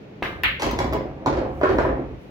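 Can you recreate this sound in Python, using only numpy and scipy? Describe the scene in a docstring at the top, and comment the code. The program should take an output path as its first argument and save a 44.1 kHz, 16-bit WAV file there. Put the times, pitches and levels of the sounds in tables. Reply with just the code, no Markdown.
"""Pool shot in a small, hard room

Heard from the foot of the table. The cue hits the white ball, which clicks against a second ball.
That one rattles into the near right pocket, then rolls and knocks down the return channel inside
the wooden cabinet. Underneath: low room noise and a faint rustle of the player's clothes."""
import sys
import numpy as np
from scipy import signal
from scipy.fft import rfft, irfft, next_fast_len
from scipy.io import wavfile

SR = 44100
rng = np.random.default_rng(int(sys.argv[2]) if len(sys.argv) > 2 else 0)


def output_pcm(signal):
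    """Save a mono or channel-first signal as 16-bit PCM at the path in sys.argv[1].

    Samples are clipped to [-1, 1] before scaling.
    """
    pcm = np.clip(np.atleast_2d(signal).T, -1, 1) * 32767
    wavfile.write(sys.argv[1], SR, np.round(pcm).astype(np.int16))


N = 101429
T = np.arange(N) / SR
TAIL_S = T[:int(SR * .8)]  # time axis of one blow
BLOW_S, LEFT_LAG_S = .03, 0.00019
CUE_S, CLICK_S, GRAZE_S = .2241, .4354, .596
CABINET_WET_DB, HOLLOW_WET_DB = -1, -0.5

# room decay (frequency [Hz], t60 [s])
ROOM_DECAY = [(60, 0.11), (300, 0.1842), (1000, 0.2542), (2500, 0.4626), (5000, 0.38), (9000, 0.1851),
              (15000, 0.39)]
# stereo width (frequency [Hz], side over mid [dB])
STEREO_WIDTH = [(60, -15), (160, -13), (350, -7.5), (700, 0.5), (1300, 0.5), (16000, 1.5)]
# room noise, rolling rumble, cabinet boom spectra (frequency [Hz], level [dB])
AIR_SPECTRUM = [(12, -56.5), (30, -36), (55, -13), (140, 0.5), (200, -1.5), (400, -4.5), (700, -12.5),
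                (1200, -23), (2500, -24), (4500, -36.5), (6500, -43.5), (8500, -58), (16000, -53)]
RUMBLE_SPECTRUM = [(80, -14), (140, -1.5), (190, -6.5), (270, 5.5), (400, 4.5), (620, 0.5), (850, -8),
                   (1100, -12), (1400, -19.5), (2200, -27), (4000, -51), (8000, -64), (16000, -76)]
BOOM_SPECTRUM = [(15, -69), (30, -45.5), (42, -11), (57, 4), (70, -5), (92, -5.5), (112, -11), (137, -8),
                 (200, -27.5), (500, -72)]
# rolling envelopes (time [s], rumble gain [dB], boom gain [dB])
ROLL_ENVELOPES = [(0.201, -57, -76), (.25, -31, -46.5), (0.502, -42.5, -34), (.595, -49, -44.5),
                  (0.659, -26, -29), (.77, -29.5, -29), (0.879, -25.5, -28), (1.01, -27, -37),
                  (1.14, -35.5, -40), (1.256, -31, -48), (1.33, -22, -32.5), (1.441, -20, -32.5),
                  (1.521, -30.5, -37.5), (1.605, -32, -34.5), (1.72, -20.5, -28.5), (1.94, -20.5, -31),
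                  (2.02, -27, -40), (2.13, -37.5, -33.5), (2.223, -79, -52)]
# tip thump, chalk scuff, shaft crack, woody tail, wall echo spectra (frequency [Hz], level [dB])
TIP_SPECTRUM = [(40, -11), (100, 1), (200, -0.5), (400, -3.5), (700, -2.5), (1200, -0.5), (4000, -4)]
CHALK_SPECTRUM = [(2000, -6), (3600, 18), (5000, 10), (7000, 2), (9000, -8), (13500, 4), (16000, -12)]
CRACK_SPECTRUM = [(100, 0), (300, 0), (750, 6.5), (1200, -8.5), (2000, 9), (2900, 0.5), (4200, -9.5),
                  (7000, -46), (10000, -43), (16000, -38)]
BODY_SPECTRUM = [(300, -20), (600, -20), (850, 7), (1250, 8), (1700, -4), (4000, -31.5)]
WALL_SPECTRUM = [(200, -7), (1000, -7), (1600, -8.5), (2300, 3.5), (3000, -25), (6000, -22), (16000, -9)]
# cue shaft modes (frequency [Hz], level [dB], t60 [s])
SHAFT_MODES = [(777, -7, 0.17), (1210, -8, 0.61), (1604, -2, 0.75), (1820, -11, 0.4), (2089, 7, 0.17),
               (2290, -10, 0.18), (2706, 8.5, 0.073), (3200, -19, 0.33)]
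# wall echoes of the crack (delay [s], gain [dB])
WALL_ECHOES = [(.0275, -6), (.0315, 3)]
# hardest contacts (time [s], level [dB], left over right [dB])
SNAP_HITS = [(0.4342, -39.5, 16), (0.7109, -52, 17), (0.933, -49, 14.5), (1.263, -60.5, 16)]
# contact snap, ball click spectra (frequency [Hz], level [dB])
SNAP_SPECTRUM = [(5000, -3), (9000, -23.5), (11500, -7.5), (13200, -2), (14500, -6), (16000, -0.5)]
CLICK_SPECTRUM = [(100, -14), (500, -10), (1000, 0), (1400, 2.5), (1850, 6), (2800, 3), (4000, -8),
                  (5500, -34), (9000, -32), (16000, -34)]
# click echoes off table, ceiling, walls (delay [s], gain [dB], left over right [dB])
CLICK_ECHOES = [(.0011, 1.5, 4), (.0030, -9, 2), (0.009, -13, 11), (0.0208, -19, -1), (.0243, -9, 4)]
# room modes rung by the click (frequency [Hz], level [dB], t60 [s])
CLICK_MODES = [(1730, -2, 0.35), (1760, 6, 0.24), (2144, 1, 0.53), (2750, -3.5, 0.41)]
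# pocket hits (time [s], thud [dB], liner clack [dB], cabinet ring [dB], favoured pitch [Hz],
# hollow tone [dB], hollow pitch [Hz])
POCKET_HITS = [(.598, -37, -77, -47, 780, -41, 1064), (0.6206, -28, -31, -34.5, 584, -40, 780),
               (0.631, -29.5, -33.5, -32.5, 376, -40, 1047), (0.665, -32.5, -37, -32.5, 725, -32.5, 300),
               (0.7105, -39, -37.5, -51, 302, -35.5, 945), (.731, -46.5, -62, -29.5, 298, -30.5, 240),
               (0.7887, -37, -30.5, -38.5, 314, -29, 377.5), (.802, -26.5, -51, -35.5, 295, -32, 978),
               (.843, -34, -46, -28.5, 282, -35, 742), (0.9251, -28, -44.5, -32.5, 425, -35.5, 643),
               (0.9331, -42, -39.5, -36.5, 420, -42.5, 610), (.948, -38, -62, -27.5, 421, -27, 416)]
# pocket thud, liner clack spectra (frequency [Hz], level [dB])
THUD_SPECTRUM = [(50, -14.5), (160, -7.5), (330, 9.5), (600, 2), (1000, 5), (1300, -10), (2100, -10),
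                 (3500, -60), (7000, -49), (16000, -60.5)]
CLACK_SPECTRUM = [(200, -18.5), (1000, 6.5), (2200, 1.5), (3800, -4.5), (5400, -6.5), (7200, -11.5),
                  (8600, -18.5), (11000, -21), (16000, -27.5)]
# cabinet modes (frequency [Hz], level [dB], t60 [s])
CABINET_MODES = [(95.7, -2, .4), (139.3, -2.5, 0.79), (252.1, 1, 0.36), (308, -5, 0.06), (377, 0.5, 0.22),
                 (421, -18, 0.78), (455, -12.5, 0.53), (548, -3.5, 0.46), (615, -3, 0.19),
                 (670.3, -3, 0.33), (780, -2.5, 0.23), (1003, 0.5, 0.34), (1070, -3, 0.13)]
# return channel hits (time [s], knock [dB], rattle [dB], tick [dB], cabinet ring [dB],
# favoured pitch [Hz], hollow tone [dB], hollow pitch [Hz])
CHANNEL_HITS = [(1.2607, -24, -46, -40.5, -24.5, 796, -27, 874),
                (1.276, -34.5, -45.5, -65, -25.5, 780, -25, 296),
                (1.328, -44, -40, -49.5, -34, 395, -28, 540),
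                (1.372, -31.5, -41.5, -52, -32, 328, -28, 540),
                (1.45, -47.5, -57, -77.5, -33, 548, -34.5, 528.5),
                (1.612, -29, -36, -57.5, -33.5, 615, -28, 652),
                (1.6328, -25.5, -27, -48.5, -20.5, 390, -18.5, 608),
                (1.655, -34.5, -39, -64, -26, 140, -28.5, 1100),
                (1.691, -32.5, -33, -47, -23.5, 535, -19.5, 377),
                (1.7848, -23, -28.5, -48.5, -27, 664, -24.5, 587),
                (1.804, -30, -46.5, -74.5, -33, 412, -29, 692), (1.849, -27, -42, -75, -27, 377, -26, 644),
                (1.89, -40.5, -41.5, -84, -27, 640, -26.5, 540)]
# channel knock, rattle, tick spectra (frequency [Hz], level [dB])
KNOCK_SPECTRUM = [(50, -42), (100, -1.5), (180, -5), (280, 4.5), (430, 2), (620, -0.5), (1000, 0),
                  (1300, -11), (2200, -25), (4000, -42), (16000, -80)]
RATTLE_SPECTRUM = [(200, -7.5), (600, -11.5), (1150, 9), (1600, 7), (2200, -4), (3000, -14.5),
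                   (6000, -33.5), (16000, -57.5)]
TICK_SPECTRUM = [(500, -9), (2000, 7.5), (4500, 1), (6500, -5), (9000, -19), (16000, -29.5)]
# clothing envelope (time [s], level [dB])
RUSTLE_ENVELOPE = [(1.3, -85), (1.47, -73.5), (1.628, -61.5), (1.86, -59), (1.98, -90), (2.101, -93),
                   (2.219, -68), (2.3, -73)]
# clothing spectrum (frequency [Hz], level [dB])
RUSTLE_SPECTRUM = [(2000, -19.5), (6000, 5), (8500, -1), (11500, 3.5), (14000, 1), (16000, 4.5)]


def amp(db):
    """Decibels to gain."""
    return 10 ** (np.asarray(db) / 20)


def decay(t60_s):
    """Exponential fall, 60 dB in t60_s."""
    return np.exp(-np.log(1000) * TAIL_S / t60_s)


def along(points, hz):
    """Interpolate (Hz, value) points over log frequency."""
    point_hz, values = np.array(points, float).T
    return np.interp(np.log(hz + 1e-3), np.log(point_hz), values)


def colour(x, spectrum):
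    """Minimum-phase filter, by folding the cepstrum."""
    n = 2 * next_fast_len(x.shape[-1])
    cepstrum = irfft(np.log(amp(along(spectrum, np.arange(n // 2 + 1) * SR / n))))
    cepstrum[1:n // 2] *= 2
    cepstrum[n // 2 + 1:] = 0
    return irfft(rfft(x, n) * np.exp(rfft(cepstrum)))[..., :x.shape[-1]]


def level(x, db):
    """Set the rms level."""
    return x * amp(db) / np.sqrt(np.mean(x ** 2))


def blow(x, db):
    """Scale to the energy of BLOW_S at this rms level."""
    return x * amp(db) * np.sqrt(BLOW_S * SR / np.sum(x ** 2))


def at(x, start_s):
    """Place a sound in the scene."""
    return np.pad(x, (max(int(round(start_s * SR)), 0), N))[:N]


def pan(db):
    """Stereo gains, left over right."""
    return amp(np.array([[db], [-db]]) / 2)


def stereo_noise(size):
    """Diffuse noise: ears alike in the bass, unrelated in the treble."""
    mid, side = rfft(rng.standard_normal((2, size)))
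    width = amp(along(STEREO_WIDTH, np.arange(len(mid)) * SR / size))
    return irfft(np.array([mid + width * side, mid - width * side]) / np.sqrt(1 + width ** 2), size)


def room(x, wet_db, left_lag_s=0):
    """Direct sound plus a diffuse tail with a t60 per band."""
    size = len(TAIL_S)
    noise = rfft(stereo_noise(size))
    hz = np.arange(noise.shape[1]) * SR / size
    tail = 0
    for band_hz, t60_s in ROOM_DECAY:
        band = along([(f, f == band_hz) for f, _ in ROOM_DECAY], hz)
        tail += irfft(noise * band, size) * decay(t60_s)
    tail *= 1 - np.exp(-TAIL_S / 0.0055)  # build-up
    tail *= amp(wet_db) / np.sqrt(np.sum(tail ** 2) / 2)
    left, right = x + signal.fftconvolve(x[None], tail, axes=1)[:, :N]
    return np.array([at(left, left_lag_s), right])


def burst(spectrum, t60_s, db):
    """Blow on a body with dense, short-lived modes."""
    return blow(colour(rng.standard_normal(len(TAIL_S)) * decay(t60_s), spectrum), db)


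def bursts(spectrum, times_s, levels_db, t60_s):
    """One burst per hit."""
    return sum(at(burst(spectrum, t60_s, db), s) for s, db in zip(times_s, levels_db))


def ring(modes, db):
    """Decaying modes; level, pitch and sign vary per blow."""
    tone = 0
    for hz, mode_db, t60_s in modes:
        scatter, detune, polarity = rng.standard_normal(3)
        sine = np.sin(2 * np.pi * hz * (1 + 0.0041 * detune) * TAIL_S)
        tone += amp(mode_db + .8 * scatter) * np.sign(polarity) * sine * decay(t60_s)
    return blow(tone, db)


def room_air():
    """Steady low room noise."""
    return level(colour(stereo_noise(N), AIR_SPECTRUM), db=-41.5)


def rolling(bumps_per_s=400, spread_db=2):
    """Dense small bumps under the ball rumble in the wood; the cabinet booms."""
    times_s, rumble_db, boom_db = np.array(ROLL_ENVELOPES).T
    onsets = rng.random(N) < bumps_per_s / SR
    strength = amp(spread_db * np.clip(rng.standard_normal(N), -2, 2))
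    bumps = onsets * strength * rng.choice([-1, 1], N)
    rumble = level(colour(bumps, RUMBLE_SPECTRUM), db=-5) * amp(np.interp(T, times_s, rumble_db))
    boom = level(colour(stereo_noise(N), BOOM_SPECTRUM), db=0) * amp(np.interp(T, times_s, boom_db))
    return pan(-1) * room(rumble, 0.28, LEFT_LAG_S) + boom


def cue_strike(tip_hz=484, tip_width_s=0.0004):
    """Chalked tip thumps and scuffs the ball; the shaft cracks and rings; walls echo."""
    since_s = T - CUE_S
    shaft_s = CUE_S + 0.00237
    pulse = -np.sin(2 * np.pi * tip_hz * since_s) * np.exp(-.5 * (since_s / tip_width_s) ** 2)
    tip = blow(colour(pulse, TIP_SPECTRUM), db=-29.5)
    chalk = at(burst(CHALK_SPECTRUM, t60_s=0.11, db=-53.5), CUE_S)
    crack = at(burst(CRACK_SPECTRUM, t60_s=0.019, db=-33), shaft_s)
    shaft = at(ring(SHAFT_MODES, db=-31.5), shaft_s)
    body = np.array([at(burst(BODY_SPECTRUM, t60_s=0.56, db=-30), shaft_s) for ear in "LR"])
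    echoes = colour(sum(amp(db) * at(crack, s) for s, db in WALL_ECHOES), WALL_SPECTRUM)
    wood = room(crack, wet_db=4.5) + room(shaft, wet_db=-0.96)
    contact = room(tip, wet_db=-1) + room(chalk, wet_db=8.5)
    return pan(1) * (wood + contact + body + echoes)


def snaps():
    """Tiny bright snap on the hardest contacts."""
    return sum(pan(side_db) * room(at(burst(SNAP_SPECTRUM, t60_s=0.041, db=db), s), wet_db=-9.5)
               for s, db, side_db in SNAP_HITS)


def ball_click():
    """Ball on ball: one short pulse, early echoes, lingering room modes."""
    impulse = 1. * (TAIL_S == 0)
    pulse = blow(colour(impulse, CLICK_SPECTRUM), db=-32.5)
    echoes = sum(amp(db) * pan(side_db) * at(pulse, CLICK_S + s) for s, db, side_db in CLICK_ECHOES)
    linger = np.array([at(ring(CLICK_MODES, db=-24.5), CLICK_S) for ear in "LR"])
    return pan(0.66) * (room(at(pulse, CLICK_S), wet_db=15.5) + echoes + linger)


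def pocket():
    """The ball grazes a jaw, rattles between jaws and hard liner, and drops."""
    times_s, thud_db, clack_db, ring_db, spot_hz, hollow_db, hollow_hz = np.array(POCKET_HITS).T
    thuds = bursts(THUD_SPECTRUM, times_s, thud_db, t60_s=0.18)
    clacks = bursts(CLACK_SPECTRUM, times_s, clack_db, t60_s=0.03)
    graze = at(burst(CLACK_SPECTRUM, t60_s=0.2, db=-35.5), GRAZE_S)
    rings = sum(map(cabinet_ring, times_s, ring_db, spot_hz))
    tones = sum(map(hollow_tone, times_s, hollow_db, hollow_hz))
    wood = room(thuds, 3, LEFT_LAG_S)
    wood += room(rings, CABINET_WET_DB, LEFT_LAG_S) + room(tones, HOLLOW_WET_DB, LEFT_LAG_S)
    liner = room(clacks + graze, 1, LEFT_LAG_S)
    return pan(-0.9) * wood + pan(0.91) * liner


def cabinet_ring(start_s, db, spot_hz, boost_db=11, width_oct=0.19):
    """Cabinet modes; the struck spot favours those near spot_hz."""
    modes = [(hz, mode_db + boost_db * np.exp(-.5 * (np.log2(hz / spot_hz) / width_oct) ** 2), t60_s)
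             for hz, mode_db, t60_s in CABINET_MODES]
    return at(ring(modes, db), start_s)


def hollow_tone(start_s, db, hz, rise_s=0.00068):
    """Hollow tone of the struck spot: fast swell, short decay."""
    swell = 1 - np.exp(-TAIL_S / rise_s)
    return at(blow(swell * np.sin(2 * np.pi * hz * TAIL_S) * decay(t60_s=0.095), db), start_s)


def ball_return():
    """The ball knocks at the channel's steps and turns; the cabinet rings."""
    (times_s, knock_db, rattle_db, tick_db,
     ring_db, spot_hz, hollow_db, hollow_hz) = np.array(CHANNEL_HITS).T
    knocks = bursts(KNOCK_SPECTRUM, times_s, knock_db, t60_s=0.054)
    rattles = bursts(RATTLE_SPECTRUM, times_s, rattle_db, t60_s=0.08)
    ticks = bursts(TICK_SPECTRUM, times_s, tick_db, t60_s=0.023)
    rings = sum(map(cabinet_ring, times_s, ring_db, spot_hz))
    tones = sum(map(hollow_tone, times_s, hollow_db, hollow_hz))
    contacts = pan(0.21) * room(knocks + rattles, 3.5, LEFT_LAG_S) + room(ticks, 5, LEFT_LAG_S)
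    wood = room(rings, CABINET_WET_DB, LEFT_LAG_S) + room(tones, HOLLOW_WET_DB, LEFT_LAG_S)
    return contacts + pan(-2.5) * wood


def rustle():
    """Shirt and glove hiss as the player straightens and draws back the cue."""
    times_s, db = np.array(RUSTLE_ENVELOPE).T
    hiss = level(colour(stereo_noise(N), RUSTLE_SPECTRUM), db=0)
    return hiss * amp(np.interp(T, times_s, db)) * (T > times_s[0])


def scene():
    """The whole shot, stereo."""
    impacts = cue_strike() + ball_click() + snaps() + pocket() + ball_return()
    return impacts + rolling() + rustle() + room_air()


def record(dry):
    """Steep 16 kHz low-pass."""
    return signal.sosfilt(signal.ellip(8, .2, 80, 16000, fs=SR, output="sos"), dry)


dry = scene()
out = record(dry)
output_pcm(out)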